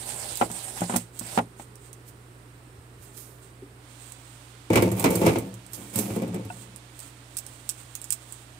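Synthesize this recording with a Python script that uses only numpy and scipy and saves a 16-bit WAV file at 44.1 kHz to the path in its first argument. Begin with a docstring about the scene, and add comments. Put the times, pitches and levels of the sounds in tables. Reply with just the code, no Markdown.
"""Inside an open fridge, a plastic bin of packets scrapes and knocks along a glass shelf.
Then a full plastic bottle is pushed onto a wire rack, which clatters and rings,
and the bottle rocks as the hand lets go. Plastic ticks and the hand rustles near the right
microphone, over a low hum and the hiss of the kitchen. Scrapes are made of many tiny slips;
knocks are bursts of noise plus modes, the fading tones that a struck object rings with."""
import sys
import numpy as np
from scipy import signal
from scipy.fft import rfft, irfft, next_fast_len
from scipy.io import wavfile
from scipy.ndimage import uniform_filter1d

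SR = 44100
rng = np.random.default_rng(int(sys.argv[2]) if len(sys.argv) > 2 else 0)


def transcribe(u):
    """Save the signal u as a 16-bit wav file named by the first command-line argument.

    u: samples, shape (n,) or (channels, n), limited to [-1, 1]; the rate is SR.
    q: integer samples, one column per channel.
    """
    v = np.clip(np.atleast_2d(u).T, -1, 1)
    q = np.round(v * 32767).astype(np.int16)
    wavfile.write(sys.argv[1], SR, q)


N = 378819

# how alike the two microphones hear each pitch (1 is the same): pitch_hz, likeness
LIKENESS = [(60, 1), (130, 1), (290, 0.97), (640, 0.46), (1400, -0.24), (3100, 0.12), (15000, 0.43)]
# left-right balance of the hand and the background: pitch_hz, left_over_right_db
NEAR_BALANCE = [(100, -2.5), (700, -9), (2400, -8.5), (4400, -11.5), (8200, -26.5), (12000, -10.5),
                (15000, -22)]
# left-right balance of knocks, ticks and skids: pitch_hz, left_over_right_db
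CONTACT_BALANCE = [(100, 10), (400, -5.5), (2400, 0.5), (4400, -6), (8200, -19), (12000, -2), (15000, -17)]
# left-right balance of the sliding bin: pitch_hz, left_over_right_db
SLIDE_BALANCE = [(200, -1), (2400, -1), (4400, -11), (8200, -23.5), (15000, -9)]

# tones of the mains hum: pitch_hz, level_db
HUM_TONES = [(60.2, -59), (120.4, -52)]
# the kitchen's hiss (a colour says how strong each pitch is): pitch_hz, gain_db
ROOM_COLOUR = [(60, -3), (90, 10), (180, -0.5), (300, 8.5), (420, -0.5), (1300, -4.5), (4500, -15),
               (6500, -19), (8600, -9), (11000, -20.5), (16000, -21)]
# a faint, hollow rumble around 400 Hz in the first part: pitch_hz, gain_db
RUMBLE_COLOUR = [(150, -5.5), (290, -12), (400, -1), (520, -13.5), (900, -54), (4000, -54)]
# a brighter, airy hiss in the second part: pitch_hz, gain_db
AIR_COLOUR = [(200, 1), (600, 5.5), (1500, 1.5), (3500, 4), (5500, -2.5), (9000, 0.5), (12000, -14)]

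# soft bumps of handling: start_s, level_db, pitch_hz
BUMPS = [(2.784, -38, 92.5), (3.001, -41.5, 89), (3.622, -37, 386), (3.629, -39.5, 287)]
# the hand rubs near the microphone: start_s, length_s, level_db
RUBS = [(1.12, 0.059, -41), (1.56, 0.04, -40), (1.78, 0.095, -51.5), (2.97, 0.23, -56), (3.4, 0.051, -48),
        (3.85, 0.65, -55), (3.97, 0.12, -48), (5.72, 0.44, -48), (6.47, 0.16, -48), (6.93, 0.15, -46.5),
        (7.28, 1.14, -52.5), (7.76, 0.041, -38.5)]
# the hand's rustle: pitch_hz, gain_db
RUSTLE_COLOUR = [(2000, -7.5), (4000, -7), (5400, -11), (7200, -1), (8400, 6), (11000, -13), (15500, -9)]
# the bottle's skin skidding on the wires: pitch_hz, gain_db
SKID_COLOUR = [(3000, 6), (5800, 5), (8400, 14), (15000, 9.5)]
# brief swishes of plastic film and skin: loudest_at_s, level_db, fade_s, leftward_db
SWISHES = [(1.599, -60, 0.038, -2), (2.09, -47, 0.0068, -9), (3.029, -53, 0.034, -26),
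           (3.174, -44, 0.086, -27), (5.749, -39.5, 0.023, -20), (5.982, -31.5, 0.051, -13)]
# the hiss of a swish: pitch_hz, gain_db
SWISH_COLOUR = [(2500, -5), (6500, 5.5), (8400, 10.5), (10500, 8), (15000, 8), (16000, -9)]
# sharp ticks of plastic close by: start_s, level_db, contact_count
TICKS = [(0.3554, -23.5, 1), (0.3726, -21, 1), (0.516, -28, 1), (0.808, -28, 1), (0.963, -13.5, 2),
         (1.191, -24.5, 2), (1.756, -39.5, 1), (1.93, -32, 1), (4.1213, -33, 1), (5.541, -35, 1),
         (5.665, -41.5, 1), (6.761, -34.5, 1), (6.992, -33, 1), (7.002, -30.5, 1), (7.3689, -21.5, 2),
         (7.385, -25, 2), (7.465, -32.5, 1), (7.6913, -16.5, 2), (7.9527, -21, 1), (8.016, -31, 1),
         (8.0424, -27.5, 1), (8.105, -17, 1), (8.124, -17.5, 2), (8.324, -32, 1)]
# the bright click of a tick: pitch_hz, gain_db
TICK_COLOUR = [(200, -39), (3500, -10.5), (5500, -3), (7200, 2.5), (8400, 12), (10500, -2), (15500, -3)]
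# the crackle of the bottle's skin: pitch_hz, gain_db
CRACKLE_COLOUR = [(1500, 0), (3500, 4.5), (5800, 4.5), (8400, 19), (10500, 10.5), (15000, 15), (16000, -13)]

# the hand pushes the bin along the shelf: start_s, length_s, level_db
BIN_PUSHES = [(-0.05, 0.51, -38), (.46, 0.54, -39), (1.19, 0.18, -37.5)]
# plastic scraping on glass: pitch_hz, gain_db
SLIDE_COLOUR = [(180, -4.5), (360, -7), (780, 0.5), (1150, -12), (4000, -9.5), (6200, -11), (8650, 1.5),
                (11200, -12), (16000, -17.5)]
# the bin knocks: start_s, level_db, thump_boost_db, hard_edge_db, contact_count
BIN_KNOCKS = [(0.412, -5, -12, 10, 2), (0.5, -28, 5.5, 8, 1), (0.806, -28, 5, 20, 1),
              (0.817, -16.5, 4.5, 9, 2), (0.896, -16, -3, 8, 1), (0.922, -21.5, -1, 18, 1),
              (0.937, -18.5, 5.5, 25, 2), (0.958, -15, 6, 32, 1), (1.21, -29, 5, 11, 1),
              (1.375, -7, -0.5, 15, 1), (1.385, -8, -11, 14, 1), (1.596, -30, -7, 22, 1)]
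# the crack of each knock: pitch_hz, gain_db
CRACK_COLOUR = [(100, -35), (230, -1), (770, 9.5), (1650, -9.5), (2700, -13.5), (4500, -27), (12000, -31)]
# how long the crack lasts (a ring time, or t60, is the time to fade by 60 dB): pitch_hz, ring_s
CRACK_DECAY = [(150, 0.31), (500, 0.096), (12000, 0.027)]
# tones of the bin's hollow walls: pitch_hz, gain_db, ring_s
BIN_MODES = [(403, -21, 0.083), (561, -10, 0.11), (746, 1, 0.052), (820, -2, 0.062), (1030, -22, 0.12),
             (1410, -9.5, 0.049), (1980, -22, 0.057)]
# low tones of the glass shelf: pitch_hz, gain_db, ring_s
SHELF_MODES = [(113, -9.5, 0.23), (175, -8, 0.22), (237, 1.5, 0.099), (314, -4.5, 0.064)]

# the bottle is shoved over the wires: start_s, length_s, coarse_drag_db, fine_skid_db
BOTTLE_SHOVES = [(4.692, 0.16, -19.5, -46), (4.944, 0.23, -21.5, -40), (5.214, 0.0098, -10.5, -37),
                 (5.736, 0.1, -36, -53.5), (5.921, 0.046, -24.5, -39), (6.09, 0.11, -47, -57)]
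# the bottle rocks as the hand lets go: start_s, length_s, level_db
BOTTLE_ROCKING = [(5.95, 0.25, -29)]
# the bottle hits the rack: start_s, level_db, clatter_boost_db, crackle_db, contact_count, thump_db
BOTTLE_BLOWS = [(4.702, -4, -18.5, -32, 1, -18.5), (4.732, -19, 2.5, -26, 1, -21),
                (4.756, -12.5, 3, -15, 2, -18), (4.774, -17.5, 0.5, -25, 1, -24),
                (4.822, -5, -12.5, -18, 1, -19), (4.872, -10, -25, -50, 1, -22),
                (4.916, -17, -12, -23.5, 1, -19), (4.996, -29, -13, -17, 1, -24),
                (5.041, -13, 3.5, -15, 2, -50), (5.105, -10.5, -15, -19, 1, -52),
                (5.154, -31, -18, -15.5, 1, -21), (5.214, -5, -16, -28, 2, -29),
                (5.264, -3, -10, -17, 3, -19), (5.357, -13, -8, -44, 1, -27),
                (5.385, -34, -41, -24, 1, -44), (5.732, -45, -1, -24, 1, -50),
                (5.776, -36, -25, -42, 1, -39), (5.957, -23, -27, -15, 1, -24.5),
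                (5.988, -16, -29, -14, 1, -44), (6.103, -22.5, -10, -50, 1, -24.5),
                (6.161, -11.5, -22, -31.5, 1, -49), (6.219, -13, -20, -34.5, 2, -45),
                (6.277, -22.5, -17, -40, 1, -28), (6.343, -15.5, -16, -31.5, 2, -44),
                (6.395, -23.5, -19, -50, 1, -42), (6.449, -33, -8, -37.5, 1, -27.5)]
# the rack's tones, which shift once the bottle is seated:
# pitch_hz, gain_db, ring_s, seated_pitch_hz, seated_gain_db
RACK_MODES = [(111.7, -8.5, 1, 120, -10.5), (166, -3, 0.4, 180, -3.5), (188.4, 0, 0.55, 187, -1),
              (221, -2, 0.13, 199, 8), (249, -3, 0.3, 225, 0), (278, -3, 0.46, 277, -7.5),
              (341, 10.5, 0.11, 300, 6.5), (387, -16, 0.23, 350, -1), (445, 2.5, 0.14, 530, 1),
              (489, 1.5, 0.21, 430, 1), (537, 0, 0.22, 535, -11), (659, 2.5, 0.064, 720, -4),
              (892, -0.5, 0.095, 900, -6.5)]
# tones of the bare steel wires: pitch_hz, gain_db, ring_s
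WIRE_MODES = [(1396, 1.5, 0.035), (1647, -6, 0.17), (2010, -4.5, 0.2), (2180, -6, 0.28), (2303, 3, 0.13),
              (2353, -3, 0.033), (2530, -12.5, 0.17), (2887, -6, 0.14)]
# the rack's clatter: pitch_hz, gain_db
CLATTER_COLOUR = [(100, 6), (300, 14), (500, 8.5), (850, 6), (1150, 0), (1750, -10), (2300, -1), (3000, -8),
                  (4500, -12), (9000, -11), (16000, -58)]
# how long the clatter lasts: pitch_hz, ring_s
CLATTER_DECAY = [(200, 0.31), (800, 0.15), (2300, 0.14), (9000, 0.059)]
# the last light tap as the bottle comes to rest: pitch_hz, gain_db, ring_s
TAP_MODES = [(720, -6, 0.091), (910, 0, 0.043), (1466, -5, 0.044), (2650, -4, 0.025)]

SHOVE_RISE_S, SHOVE_FADE_S = 0.05, 0.084
SEATED_S = 5.6  # from here on the rack carries the bottle's whole weight


def amp(db):
    """Turns decibels into a gain to multiply by."""
    return 10 ** (np.asarray(db) / 20)


def unit(x):
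    """Scales a signal to an average power of 1."""
    return x / np.sqrt(np.mean(x ** 2) + 1e-20)


def read(points, hz):
    """Looks up a pitch in a table, blending between its rows."""
    pitches, values = np.transpose(points)
    return np.interp(np.log(hz + 1), np.log(pitches + 1), values)


def add(mix, s, sound):
    """Mixes a sound in at s seconds."""
    part = mix[:, max(round(s * SR), 0):][:, :sound.shape[1]]
    part += sound[:, :part.shape[1]]


def stereo(white, colour, balance, pan_db=0):
    """Colours two unrelated noises and spreads them over the microphones; positive pan is left."""
    size = white.shape[1]
    padded = next_fast_len(size + 1024)
    shared, separate = rfft(white, padded)
    hz = np.fft.rfftfreq(padded, 1 / SR)
    same = np.clip(read(LIKENESS, hz), -.9, .99)
    left_gain = amp(read(balance, hz) + pan_db)
    pair = np.array([left_gain * shared, same * shared + np.sqrt(1 - same ** 2) * separate])
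    pair *= 2 / np.sqrt(1 + left_gain ** 2 + 2 * left_gain * same)  # their average keeps its power
    return irfft(pair * unit(amp(read(colour, hz))), padded)[:, :size]


def hiss(colour, balance, size=N, pan_db=0):
    """Steady coloured noise at both microphones."""
    return stereo(rng.standard_normal((2, size)), colour, balance, pan_db)


def grains(per_s, spread_db, channels=2):
    """Tiny slips at random moments, a few much larger than the rest."""
    size = amp(spread_db * np.minimum(rng.exponential(1, (channels, N)), 4))
    sign = rng.choice([-1, 1], (channels, N))
    happens = rng.random((channels, N)) < per_s / SR
    return unit(size * sign * happens)


def clumps(depth_db, per_s):
    """Friction catches and lets go: a gain that wanders at random."""
    knots = rng.uniform(-1, 1, 2048)
    wander = np.interp(np.arange(N) / SR * per_s, np.arange(len(knots)), knots)
    return unit(amp(depth_db * wander))


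def patchy(x, depth_db):
    """Wrinkled film touches now here, now there: each band of pitch swells and sinks on its own."""
    bands = signal.stft(x, nperseg=256)[2]
    swell = uniform_filter1d(rng.standard_normal(bands.shape[1:]), size=9, axis=0)
    swell = uniform_filter1d(swell, size=14, axis=1)
    return unit(signal.istft(bands * amp(depth_db * unit(swell)), nperseg=256)[1][:, :N])


def strokes(rows, rise_s, fade_s):
    """Each movement gathers speed, then dies away once its length is up: a gain per sample."""
    t = np.arange(N) / SR
    power = 0
    for start, length, db in rows:
        rise = np.clip((t - start) / rise_s, 0, 1)
        fade = np.exp(-np.maximum(t - start - length, 0) / fade_s)
        power += (amp(db) * rise * fade) ** 2
    return np.sqrt(power)


def rebounds(s, db, count, gap_s, loss_db):
    """A hard hit bounces: the time and level of each contact, every one weaker than the last."""
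    gaps = gap_s * rng.uniform(.7, 1.3, 8)
    return [(s + gaps[:k].sum(), db - k * loss_db) for k in range(round(count))]


def die_away(noise, decay, rise_s=0.00077):
    """A crowd of tones struck at once: each band of the noise fades at its own speed."""
    hz, t, bands = signal.stft(noise, SR, nperseg=256)
    sound = signal.istft(bands * amp(-60 * t / read(decay, hz)[:, None]), SR, nperseg=256)[1]
    return sound * (1 - np.exp(-np.arange(sound.shape[1]) / SR / rise_s))


def thud(hz, t60, rise_s, size=8192):
    """A dull, soft-edged low push, alike at both microphones."""
    t = np.arange(size) / SR
    shape = amp(-60 * t / t60) * (1 - np.exp(-t / rise_s))
    return shape * np.sin(2 * np.pi * hz * t)[None] * np.sqrt(2)


def ring(modes, scatter_db, detune=0, rise_s=0.0013, size=32768):
    """One blow rings an object; where it lands changes each tone's share and the high ones' phase."""
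    hz, db, t60 = np.transpose(modes)[:, :, None]
    hz = hz * (1 + detune * rng.uniform(-1.12, 1, hz.shape))  # the load shifts between blows
    t = np.arange(size) / SR
    share = amp(db + scatter_db * rng.standard_normal(hz.shape))
    phase = np.exp(1j * hz / 700 * rng.standard_normal(hz.shape))
    index = np.arange(len(hz))[:, None]
    struck = (-1) ** (index // 2) * share * phase
    # short waves reach the two microphones out of step
    apart = np.exp(.5j * np.arccos(np.clip(read(LIKENESS, hz), -1, 1)) * (-1) ** index)
    weights = np.hstack([struck * apart, struck / apart]).T / np.linalg.norm(share)
    waves = np.exp(((2j * np.pi * hz - np.log(1000) / t60) * t).astype(np.complex64))
    return (weights @ waves).imag * (1 - np.exp(-t / rise_s))


def chatter(slips, modes):
    """A run of small slips keeps an object ringing."""
    body = ring(modes, scatter_db=1.5)
    return signal.oaconvolve(slips, body / np.linalg.norm(body[0]), axes=1)[:, :N]


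def fridge_echoes(x, wet_db, t60, size=8192):
    """The fridge's hard walls add a quick, dense cluster of echoes to a sound."""
    t = np.arange(size) / SR
    taps = rng.standard_normal((2, size)) * amp(-60 * t / t60) * (t > .002)
    echoes = signal.oaconvolve(x, taps / np.linalg.norm(taps, axis=1, keepdims=True), axes=1)[:, :N]
    return (x + amp(wet_db) * echoes) / np.hypot(1, amp(wet_db))


def kitchen(change_at_s=3.76, change_length_s=0.13):
    """Mains hum and room hiss; a low rumble quickly gives way to a brighter, airy hiss."""
    t = np.arange(N) / SR
    hum = sum(np.sqrt(2) * amp(db) * np.sin(2 * np.pi * (hz * t + rng.random())) for hz, db in HUM_TONES)
    room = amp(-54.5) * hiss(ROOM_COLOUR, NEAR_BALANCE, pan_db=4)
    rumble = amp(-57.5) * hiss(RUMBLE_COLOUR, NEAR_BALANCE)
    air = amp(-57) * hiss(AIR_COLOUR, NEAR_BALANCE, pan_db=-4)
    blend = np.clip((t - change_at_s) / change_length_s, 0, 1)
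    return hum * amp([[-1.2], [1.2]]) + room + (1 - blend) * rumble + blend * air


def bumps():
    """Handling makes a few soft, low thuds."""
    out = np.zeros((2, N))
    for s, db, hz in BUMPS:
        add(out, s, amp(db) * thud(hz, t60=0.1, rise_s=0.002))
    return out


def skidding():
    """How hard the bottle's skin slides on the wires, as a gain per sample."""
    return strokes([(s, length, db) for s, length, _, db in BOTTLE_SHOVES], SHOVE_RISE_S, SHOVE_FADE_S)


def rubbing(hand_db=-2, skid_db=2):
    """Fine friction from the hand near the microphone and the bottle skidding over the wires."""
    catch = clumps(depth_db=3.5, per_s=35)
    hand = stereo(grains(per_s=6000, spread_db=4.5) * catch, RUSTLE_COLOUR, NEAR_BALANCE)
    skid = stereo(grains(per_s=1200, spread_db=2.5) * catch, SKID_COLOUR, CONTACT_BALANCE)
    rubs = strokes(RUBS, rise_s=0.066, fade_s=0.025)
    return amp(hand_db) * rubs * hand + amp(skid_db) * skidding() * skid


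def swishes(rise_s=0.017, pan_db=8):
    """Plastic film and skin brush past in quick strokes that swell and fade."""
    out = np.zeros((2, N))
    t = np.arange(16384) / SR - .06  # zero is the loudest moment
    for s, db, fade_s, side_db in SWISHES:
        shape = np.exp(np.minimum(t / rise_s, -t / fade_s))
        slips = grains(per_s=4800, spread_db=3.5)[:, :len(t)]
        friction = stereo(slips, SWISH_COLOUR, CONTACT_BALANCE, side_db + pan_db)
        add(out, s + t[0], amp(db) * shape * friction)
    return out


def snap(colour, fade_s, pan_db, rise_s, size=4096):
    """Stiff plastic lets go at once: a bright burst that dies in milliseconds."""
    t = np.arange(size) / SR
    return np.minimum(t / rise_s, 1) * np.exp(-t / fade_s) * hiss(colour, CONTACT_BALANCE, size, pan_db)


def snapping(tick_db=4.5, crackle_db=-5):
    """Plastic ticks close by, and the bottle's skin crackles with every blow."""
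    out = np.zeros((2, N))
    for start, level_db, count in TICKS:
        for s, db in rebounds(start, level_db, count, gap_s=0.0051, loss_db=1.5):
            add(out, s, amp(db + tick_db) * snap(TICK_COLOUR, fade_s=0.0013, pan_db=-4, rise_s=0.0003))
    for s, _, _, db, _, _ in BOTTLE_BLOWS:
        add(out, s, amp(db + crackle_db) * snap(CRACKLE_COLOUR, fade_s=0.0055, pan_db=0.5, rise_s=0.001))
    return out


def plastic_bin(walls_db=-6, crack_db=-11.5, thump_db=-7):
    """The bin grinds over the glass; each knock cracks, rings its walls and thumps the shelf."""
    grit = patchy(grains(per_s=9000, spread_db=2.8), depth_db=2.3) * clumps(depth_db=3.2, per_s=45)
    push = strokes(BIN_PUSHES, rise_s=0.085, fade_s=0.029)  # starts slowly, stops short
    scrape = push * stereo(grit, SLIDE_COLOUR, SLIDE_BALANCE)
    out = fridge_echoes(scrape, wet_db=-9, t60=.06)
    for start, level_db, low_db, edge_db, count in BIN_KNOCKS:
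        for s, db in rebounds(start, level_db, count, gap_s=.007, loss_db=4):
            crack = hiss(hardened(CRACK_COLOUR, edge_db), CONTACT_BALANCE, size=8192)
            walls = ring(hardened(BIN_MODES, edge_db), scatter_db=2, detune=.03, size=8192)
            shelf = ring(SHELF_MODES, scatter_db=2, size=16384)
            add(out, s, amp(db + crack_db) * die_away(crack, CRACK_DECAY))
            add(out, s, amp(db + walls_db) * walls)
            add(out, s, amp(db + low_db + thump_db) * shelf)
    return out


def hardened(rows, edge_db):
    """A harder contact sounds brighter: lifts a table's gains above 800 Hz."""
    return [(hz, db + edge_db * np.clip(np.log10(hz / 800), 0, .65), *rest) for hz, db, *rest in rows]


def rack_modes(seated):
    """The rack's tones before or after it takes the bottle's whole weight."""
    return [(seated_hz, seated_db, t60) if seated else (hz, db, t60)
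            for hz, db, t60, seated_hz, seated_db in RACK_MODES]


def bottle_drag(drag_db=-7, grind_db=-14, sing_db=-8):
    """Coarse slips shake the rack and grind it on its supports; fine ones make the wires sing."""
    shoves = strokes([row[:3] for row in BOTTLE_SHOVES], SHOVE_RISE_S, SHOVE_FADE_S)
    rocking = strokes(BOTTLE_ROCKING, rise_s=0.029, fade_s=0.2)
    drag = np.hypot(shoves, rocking)
    slips = grains(per_s=150, spread_db=3.5, channels=1) * drag
    seated = np.arange(N) / SR > SEATED_S
    shake = chatter(slips * ~seated, rack_modes(seated=False))
    shake += chatter(slips * seated, rack_modes(seated=True))
    grind = drag * stereo(grains(per_s=700, spread_db=2), CLATTER_COLOUR, CONTACT_BALANCE)
    sing = chatter(grains(per_s=450, spread_db=-15, channels=1) * skidding(), WIRE_MODES)
    return amp(drag_db) * shake + amp(grind_db) * grind + amp(sing_db) * sing


def bottle_blows(ring_db=-5.5, clatter_db=-5, wire_db=-14, damping_s=0.072, tap_s=6.5015, tap_db=-24):
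    """Each blow thumps the rack on its supports, rings it and rattles it; a light tap comes last."""
    out = np.zeros((2, N))
    first_blow_s = BOTTLE_BLOWS[0][0]
    for start, level_db, bright_db, _, count, thump_db in BOTTLE_BLOWS:
        add(out, start, amp(thump_db) * thud(hz=108, t60=0.19, rise_s=0.0088))
        # the wires ring louder at first, until the bottle's weight damps them
        free_db = 6 * np.exp((first_blow_s - start) / damping_s)
        detune = .06 if start > SEATED_S else .035  # rocking shifts the load more than sliding
        for s, db in rebounds(start, level_db, count, gap_s=.0125, loss_db=3.5):
            bounce_db = -3 if s > start else 0  # a bounce rattles more than it rings
            frame = ring(rack_modes(s > SEATED_S), scatter_db=2.2, detune=detune, rise_s=.002)
            wires = ring(WIRE_MODES, scatter_db=2, detune=.008, size=16384)
            noise = hiss(CLATTER_COLOUR, CONTACT_BALANCE, size=8192)
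            clatter = die_away(noise, CLATTER_DECAY, rise_s=0.00065)
            add(out, s, amp(db + ring_db + bounce_db) * frame)
            add(out, s, amp(db + bright_db + wire_db + free_db) * wires)
            add(out, s, amp(db + bright_db + clatter_db) * clatter)
    add(out, tap_s, amp(tap_db) * ring(TAP_MODES, scatter_db=1.5))
    return out


def wire_rack(lowest_hz=80):
    """The bottle hits and drags over the rack; its sound carries no deep bass."""
    bass_cut = signal.butter(2, lowest_hz, "high", fs=SR, output="sos")
    return signal.sosfilt(bass_cut, bottle_blows() + bottle_drag())


def scene():
    """All the sources at the two microphones."""
    small_sounds = fridge_echoes(snapping() + swishes() + rubbing(), wet_db=-3, t60=0.078)
    return plastic_bin() + bumps() + wire_rack() + small_sounds + kitchen()


def record(dry, low_cut_hz=48, high_cut_hz=15700):
    """The recorder cuts the deepest bass and the highest treble."""
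    thinned = signal.sosfilt(signal.butter(2, low_cut_hz, "high", fs=SR, output="sos"), dry)
    treble_cut = signal.firwin(301, high_cut_hz, window=("kaiser", 8), fs=SR)
    return signal.oaconvolve(thinned, treble_cut[None], "same")


dry = scene()
out = record(dry)
transcribe(out)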